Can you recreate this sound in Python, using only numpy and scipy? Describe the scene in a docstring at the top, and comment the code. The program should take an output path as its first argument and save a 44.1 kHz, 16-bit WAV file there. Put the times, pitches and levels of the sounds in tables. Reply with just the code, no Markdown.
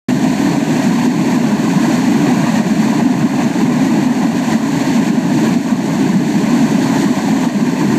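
"""Steam vent gushing into a lake

Boiling water and steam gush steadily from a rock vent, in the open air. Steam pockets throb in the
outlet, the thrown water churns and splashes on the lake, and the spray hisses over a faint rumble.
Each big pocket glugs loudly enough to make the limiter duck the whole sound, which then creeps back up."""
import sys
import numpy as np
from scipy import signal
from scipy.fft import rfft, irfft
from scipy.io import wavfile
from scipy.ndimage import uniform_filter1d, minimum_filter1d

SR = 44100
rng = np.random.default_rng(int(sys.argv[2]) if len(sys.argv) > 2 else 0)


def master_out(mix):
    """Clip the mix to full scale and print it as 16-bit PCM to the path in sys.argv[1]."""
    frames = np.transpose(np.atleast_2d(mix))
    ceiling = np.clip(frames, -1, 1)
    pcm = np.round(ceiling * 32767).astype(np.int16)
    wavfile.write(sys.argv[1], SR, pcm)


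N = 351918
TIME = np.arange(N) / SR

# The biggest steam pockets, one glug apiece. Each row: centre in seconds, level in dB, pitch in Hz.
BIG_POCKETS = [(0.128, -3.5, 248), (0.245, -1.8, 246), (0.448, -5.5, 254), (0.582, -5, 265),
               (0.633, -4, 270), (0.874, -1, 249), (0.943, -8, 212), (1.08, 1.5, 246), (1.198, -2, 210),
               (1.377, -0.5, 255), (1.445, -1, 236), (1.534, 1, 210), (1.771, -2, 190), (1.851, -4, 233),
               (2.076, -3, 230), (2.121, -4.5, 260), (2.16, -5, 223), (2.248, -5, 280), (2.32, -4, 258),
               (2.494, -5.5, 244), (2.607, 1, 212), (2.717, -1.5, 212), (2.796, -1, 204), (2.848, -4, 209),
               (2.903, -4, 240), (3.029, -2.5, 212), (3.061, 2, 254), (3.11, 0, 250), (3.248, 1.9, 228),
               (3.465, 0.3, 220), (3.637, 0, 232), (3.683, -1.5, 240), (3.819, -3.5, 252),
               (3.866, -4.5, 268), (3.925, -2, 250), (4.07, -2.5, 246), (4.108, -0.5, 246), (4.255, 1, 272),
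               (4.29, -4, 232), (4.556, 2.5, 223), (4.997, -1, 220), (5.106, -0.5, 208), (5.185, 1, 234),
               (5.322, -4, 225), (5.492, -6, 220), (5.567, 0.5, 247), (5.726, 2, 219), (6.015, -3, 268),
               (6.106, -1.5, 218), (6.164, 0.3, 190), (6.296, -3.5, 290), (6.366, -2, 226),
               (6.537, -1.8, 257), (6.643, -1.3, 227), (6.755, -1, 208), (7.065, -2, 215), (7.112, -1, 245),
               (7.278, -3, 256), (7.334, -3.5, 247), (7.47, 1, 256), (7.57, -3.5, 218), (7.627, 0.5, 233),
               (7.689, -0.2, 256)]
# The outlet catches between gulps. Each row: centre in seconds, dip of the roar in dB.
OUTLET_CATCHES = [(0.37, 6), (0.66, 6.5), (0.83, 6), (1.58, 2.5), (2.02, 4), (2.63, 5), (2.755, 1),
                  (3.29, 7.5), (3.53, 7), (4.14, 4.5), (4.32, 4), (4.455, 4), (4.59, 8), (4.84, 5),
                  (5.05, 5), (5.22, 3.5), (5.63, 5), (6.33, 5.5), (6.68, 3), (7.15, 7), (7.22, 4),
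                  (7.52, 6), (7.77, 4.5)]
# Slow fader rides on the jet. Each row: time in seconds, then roar, churn, splash and spray faders in dB.
JET_FADERS = [(0.1, -14.5, -25.0, -29, -31), (1.59, -13, -21, -26.5, -29.5),
              (2.03, -15, -25.5, -29.5, -31.5), (2.48, -14, -21, -26.5, -30.5),
              (2.78, -14, -23, -27, -29.5), (2.92, -13, -20, -26, -28.5),
              (3.07, -14.5, -23.0, -28.0, -31.5), (3.97, -12.0, -21, -26.5, -30),
              (4.86, -14.0, -22.5, -27.5, -29.5), (5.01, -13.5, -28.5, -28.5, -31),
              (5.16, -14, -22.5, -28.5, -31.5), (5.75, -14, -24.5, -29.5, -31.5),
              (5.9, -14.5, -21.5, -28.5, -30.5), (6.05, -14.5, -25.5, -29.5, -32.5),
              (7.24, -13.5, -21.5, -27.5, -29), (7.98, -12.5, -24.5, -28, -31.5)]
# The first row is a brief accent as the sound cuts in; the rest are slugs of water hitting the lake.
# Each row: centre in seconds, lift of the churn in dB, lift of the splash in dB.
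WATER_ACCENTS = [(0.1, 2, 0.5), (0.26, 4, 0.8), (0.47, 0.5, 1.5), (0.55, 2.5, -1.5), (0.85, 0, 2),
                 (1.32, 1, 1), (1.85, 2.5, 2.5), (1.93, 3.5, 2), (2.31, 2.5, 1), (2.59, 2, 1.5),
                 (2.82, 0.5, 1.5), (3.03, 2, 1), (3.11, 2.5, 0), (3.41, 3.5, 2), (4.24, 3, 1),
                 (4.53, 3.8, 3.2), (4.81, 0, 1.5), (5.0, 7, 0.7), (5.07, 2.5, 2.5), (5.47, 0.5, 2),
                 (5.71, 4.5, 2), (7.02, -3, 0.5), (7.17, 3, 3), (7.46, 3.5, 1), (7.68, 1, 2.5),
                 (7.8, 4.5, 1.8)]
# The EQ curve of each layer. Each row: frequency in Hz, relative gain in dB.
ROAR_EQ = [(105, -18.5), (132, -8), (160, -1.5), (205, -3.5), (262, -1), (305, -2.5), (345, -8.5),
           (400, -11), (470, -15.5), (510, -23)]
CHURN_EQ = [(470, -5.5), (510, -5.5), (550, -2), (590, -1.5), (630, 1.5), (700, 1), (790, -1.5), (900, 0),
            (1020, -1), (1150, -8.5), (1290, -16.5)]
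SPLASH_EQ = [(1300, -17.5), (1400, -7), (1540, -2.5), (1900, -1), (2050, -3.5), (2180, -7), (2420, -4.5),
             (2800, -9.5), (3150, -20.5)]
SPRAY_EQ = [(3000, -2.5), (3300, -4.5), (3600, -2.5), (3950, -4), (4280, 0), (4500, -0.6), (4750, -7),
            (5000, -10), (5400, -7.5), (6300, -3), (7200, -3.5), (8000, -7.5), (9000, -15), (9700, -23.5)]
MIST_EQ = [(9400, -11), (10500, -0.5), (11900, 1.5), (13300, 0), (14500, -4.5), (15300, -8)]
RUMBLE_EQ = [(20, -15), (42, -10.5), (55, -8), (70, 0.5), (100, 1.5)]


def outlet(level_db, focus_db=6.0, focus_octaves=0.25, rush_db=-3.5, makeup_db=2.5, throb_db=1.5):
    """Steam pockets collapse and ring low; their prevailing size wanders and the roar throbs unevenly."""
    prevailing_hz = 226.8 * 2 ** (0.068 * drift(7.2))
    pockets = 0
    for hz in np.geomspace(115, 420, num=18):
        favoured = bell(np.log2(hz / prevailing_hz), focus_octaves)
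        ringing = rms_one(ring(pops(70, spread_db=2.0), hz, cycles=21.8))
        pockets = pockets + from_db(focus_db * favoured) * np.sqrt(hz) * ringing
    roar = equalised(rms_one(pockets) + noise(rush_db), ROAR_EQ)
    throbbing = from_db(throb_db * np.tanh(drift(11))) * steadied(roar, span_s=0.06)
    return from_db(level_db + makeup_db) * throttled(throbbing, knee_power=2.28)


def throttled(x, knee_power):
    """Only so much steam fits through the outlet: the strongest swells are rounded off."""
    power = uniform_filter1d(x ** 2, size=300)
    return x / (1 + (power / knee_power) ** 2) ** (1 / 4)


def catches(width_s=0.011):
    """The outlet catches for a moment: how far the roar sinks, in dB."""
    return sum(dip_db * bell(TIME - s, width_s) for s, dip_db in OUTLET_CATCHES)


def glugs(roar, width_s=0.007, pitch_rise_per_s=5.4, choke=0.44, heave_db=3, settle_s=0.12):
    """A big pocket shrinks as it rings, so its pitch rises; it chokes the roar, then leaves it heaving."""
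    tones, filled, stirred = np.zeros((3, N))
    phases = rng.uniform(0, 2 * np.pi, len(BIG_POCKETS))
    for (s, db, hz), phase in zip(BIG_POCKETS, phases):
        near = slice(*np.searchsorted(TIME, [s - .1, s + .5]))
        t = TIME[near] - s
        swell = bell(t, width_s)
        chirp = np.sin(2 * np.pi * hz * t * (1 + .5 * pitch_rise_per_s * t) + phase)
        tones[near] += from_db(db) * swell * chirp
        filled[near] += swell
        wake = np.where(t < 0, swell, np.exp(-np.abs(t) / settle_s))
        stirred[near] = np.maximum(stirred[near], from_db(db) * wake)
    opening = 1 - np.clip(choke * filled, 0, .9)
    return roar * from_db(heave_db * stirred) * opening + tones


def churn(level_db, wash_db=-3.0):
    """The falling jet drives air under the lake: large bubbles in a wash of foam."""
    swarm = bubbles(np.geomspace(480, 1300, num=22), per_s=2000, cycles=43.0)
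    water = equalised(swarm + noise(wash_db), CHURN_EQ)
    return from_db(level_db) * steadied(water, span_s=0.082)


def splash(level_db, wash_db=6.0):
    """Lumps of water slap the surface and leave small bubbles, more of them in a surge."""
    surge = from_db(level_db - level_db.mean())
    swarm = bubbles(np.geomspace(1300, 3200, num=28), per_s=4000 * surge, cycles=48)
    water = equalised(swarm + noise(wash_db), SPLASH_EQ)
    return from_db(level_db) * steadied(water, span_s=0.099)


def accents(width_s=0.022):
    """Short lifts of churn and splash in dB: one as the sound cuts in, then as slugs of water land."""
    return sum(np.outer(lifts_db, bell(TIME - s, width_s)) for s, *lifts_db in WATER_ACCENTS)


def bubbles(pitches, per_s, cycles, spread_db=1.5, clump_db=2.0):
    """A swarm of ringing bubbles at unit RMS; each size comes in clumps of its own."""
    swarm = 0
    for hz in pitches:
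        births = pops(per_s / len(pitches), spread_db) * from_db(clump_db * drift(6.4))
        swarm = swarm + np.sqrt(hz) * rms_one(ring(births, hz, cycles))   # even power per Hz
    return rms_one(swarm)


def spray(level_db, drops_db=-4.5, mist_db=-15.0):
    """Steam hisses and droplets patter; the finest mist adds a faint, airy top."""
    drops = from_db(drops_db) * rms_one(pops(6000, spread_db=3.0))
    hiss = equalised(noise() + drops, SPRAY_EQ)
    mist = equalised(noise() + drops, MIST_EQ)
    return from_db(level_db) * (hiss + from_db(mist_db) * mist)


def rumble(level_db=-42.0, waver_db=1.0):
    """A faint low rumble that wavers slightly in level."""
    return from_db(level_db + waver_db * drift(8.9)) * equalised(noise(), RUMBLE_EQ)


def pops(per_s, spread_db):
    """Clicks at random moments: many small, a few large."""
    at = np.flatnonzero(rng.random(N) < per_s / SR)
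    sizes = np.minimum(rng.exponential(1, N), 4)[at]
    clicks = np.zeros(N)
    clicks[at] = from_db(spread_db * sizes) * rng.choice([-1, 1], N)[at]
    return clicks


def ring(clicks, hz, cycles):
    """Each click rings a bubble, whose tail falls 60 dB over the given cycles."""
    decay = from_db(-60 * hz / (cycles * SR))
    angle = 2 * np.pi * hz / SR
    return signal.lfilter([1, 0, -1], [1, -2 * decay * np.cos(angle), decay ** 2], clicks + 1e-18)


def steadied(x, span_s):
    """A leveller for a steady flow: irons out swings slower than the span."""
    power = uniform_filter1d(x ** 2, int(span_s * SR))
    return x / np.sqrt(np.maximum(power, 0) + 1e-6)


def equalised(x, curve):
    """Apply an EQ curve, rolling off 60 dB an octave past its ends; unit RMS."""
    hz, db = np.transpose(curve)
    octave = np.log2(np.maximum(np.fft.rfftfreq(N, 1 / SR), 1))
    points = np.log2(hz)
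    octaves_outside = np.abs(octave - np.clip(octave, points[0], points[-1]))
    gain = from_db(np.interp(octave, points, db) - 60 * octaves_outside)
    return rms_one(irfft(rfft(x) * gain, N))


def drift(rate_hz):
    """A smooth random modulator at unit RMS."""
    hop, run_in = 40, 2000
    pole = np.exp(-2 * np.pi * rate_hz * hop / SR)
    jitter = rng.standard_normal(N // hop + run_in + 2)
    slow = signal.lfilter([1], [1, -2 * pole, pole ** 2], jitter)[run_in:]
    return np.interp(np.arange(N) / hop, np.arange(len(slow)), rms_one(slow))


def noise(db=0):
    """White noise."""
    return from_db(db) * rng.standard_normal(N)


def bell(offset, width):
    """A Gaussian swell of height one."""
    return np.exp(-.5 * (offset / width) ** 2)


def from_db(db):
    """Decibels to gain."""
    return 10 ** (np.asarray(db) / 20)


def rms_one(x):
    """Scale to unit RMS."""
    return x / np.sqrt(np.mean(x ** 2) + 1e-20)


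def scene(churn_sputter_db=-0.4, splash_sputter_db=0.17, spray_sputter_db=0.63, spray_lift_share=0.82):
    """The mono mix: the outlet throbs and glugs; the jet sputters, shaking water and spray together."""
    times, *faders = np.transpose(JET_FADERS)
    roar_db, churn_db, splash_db, spray_db = [np.interp(TIME, times, db) for db in faders]
    churn_lift_db, splash_lift_db = accents()
    sputter = drift(24)
    vent = glugs(outlet(roar_db - catches()))
    low_end = rumble()
    churning = churn(churn_db + churn_lift_db + churn_sputter_db * sputter)
    splashing = splash(splash_db + splash_lift_db + splash_sputter_db * sputter)
    steam = spray(spray_db + spray_lift_share * splash_lift_db + spray_sputter_db * sputter)
    return (vent + churning + splashing + steam + low_end)[None]


def limiter(x, ceiling=0.71, release_db_per_s=16, window=769):
    """The gain ducks just ahead of each peak and creeps back."""
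    over_db = 20 * np.log10(np.maximum(np.abs(x) / ceiling, 1))
    release_db = release_db_per_s * TIME
    duck_db = np.maximum.accumulate(over_db + release_db, axis=-1) - release_db
    look_ahead_db = minimum_filter1d(-duck_db, window)
    return x * from_db(uniform_filter1d(look_ahead_db, window))


def record(dry, start_s=0.084, fade_s=0.004, cutoff_hz=15350):
    """The master chain: a snap fade-in, the limiter, then a steep high cut."""
    fade_in = np.clip((TIME - start_s) / fade_s, 0, 1)
    high_cut = signal.ellip(12, .1, 90, cutoff_hz, fs=SR, output="sos")
    return signal.sosfilt(high_cut, limiter(dry * fade_in))


dry = scene()
out = record(dry)
master_out(out)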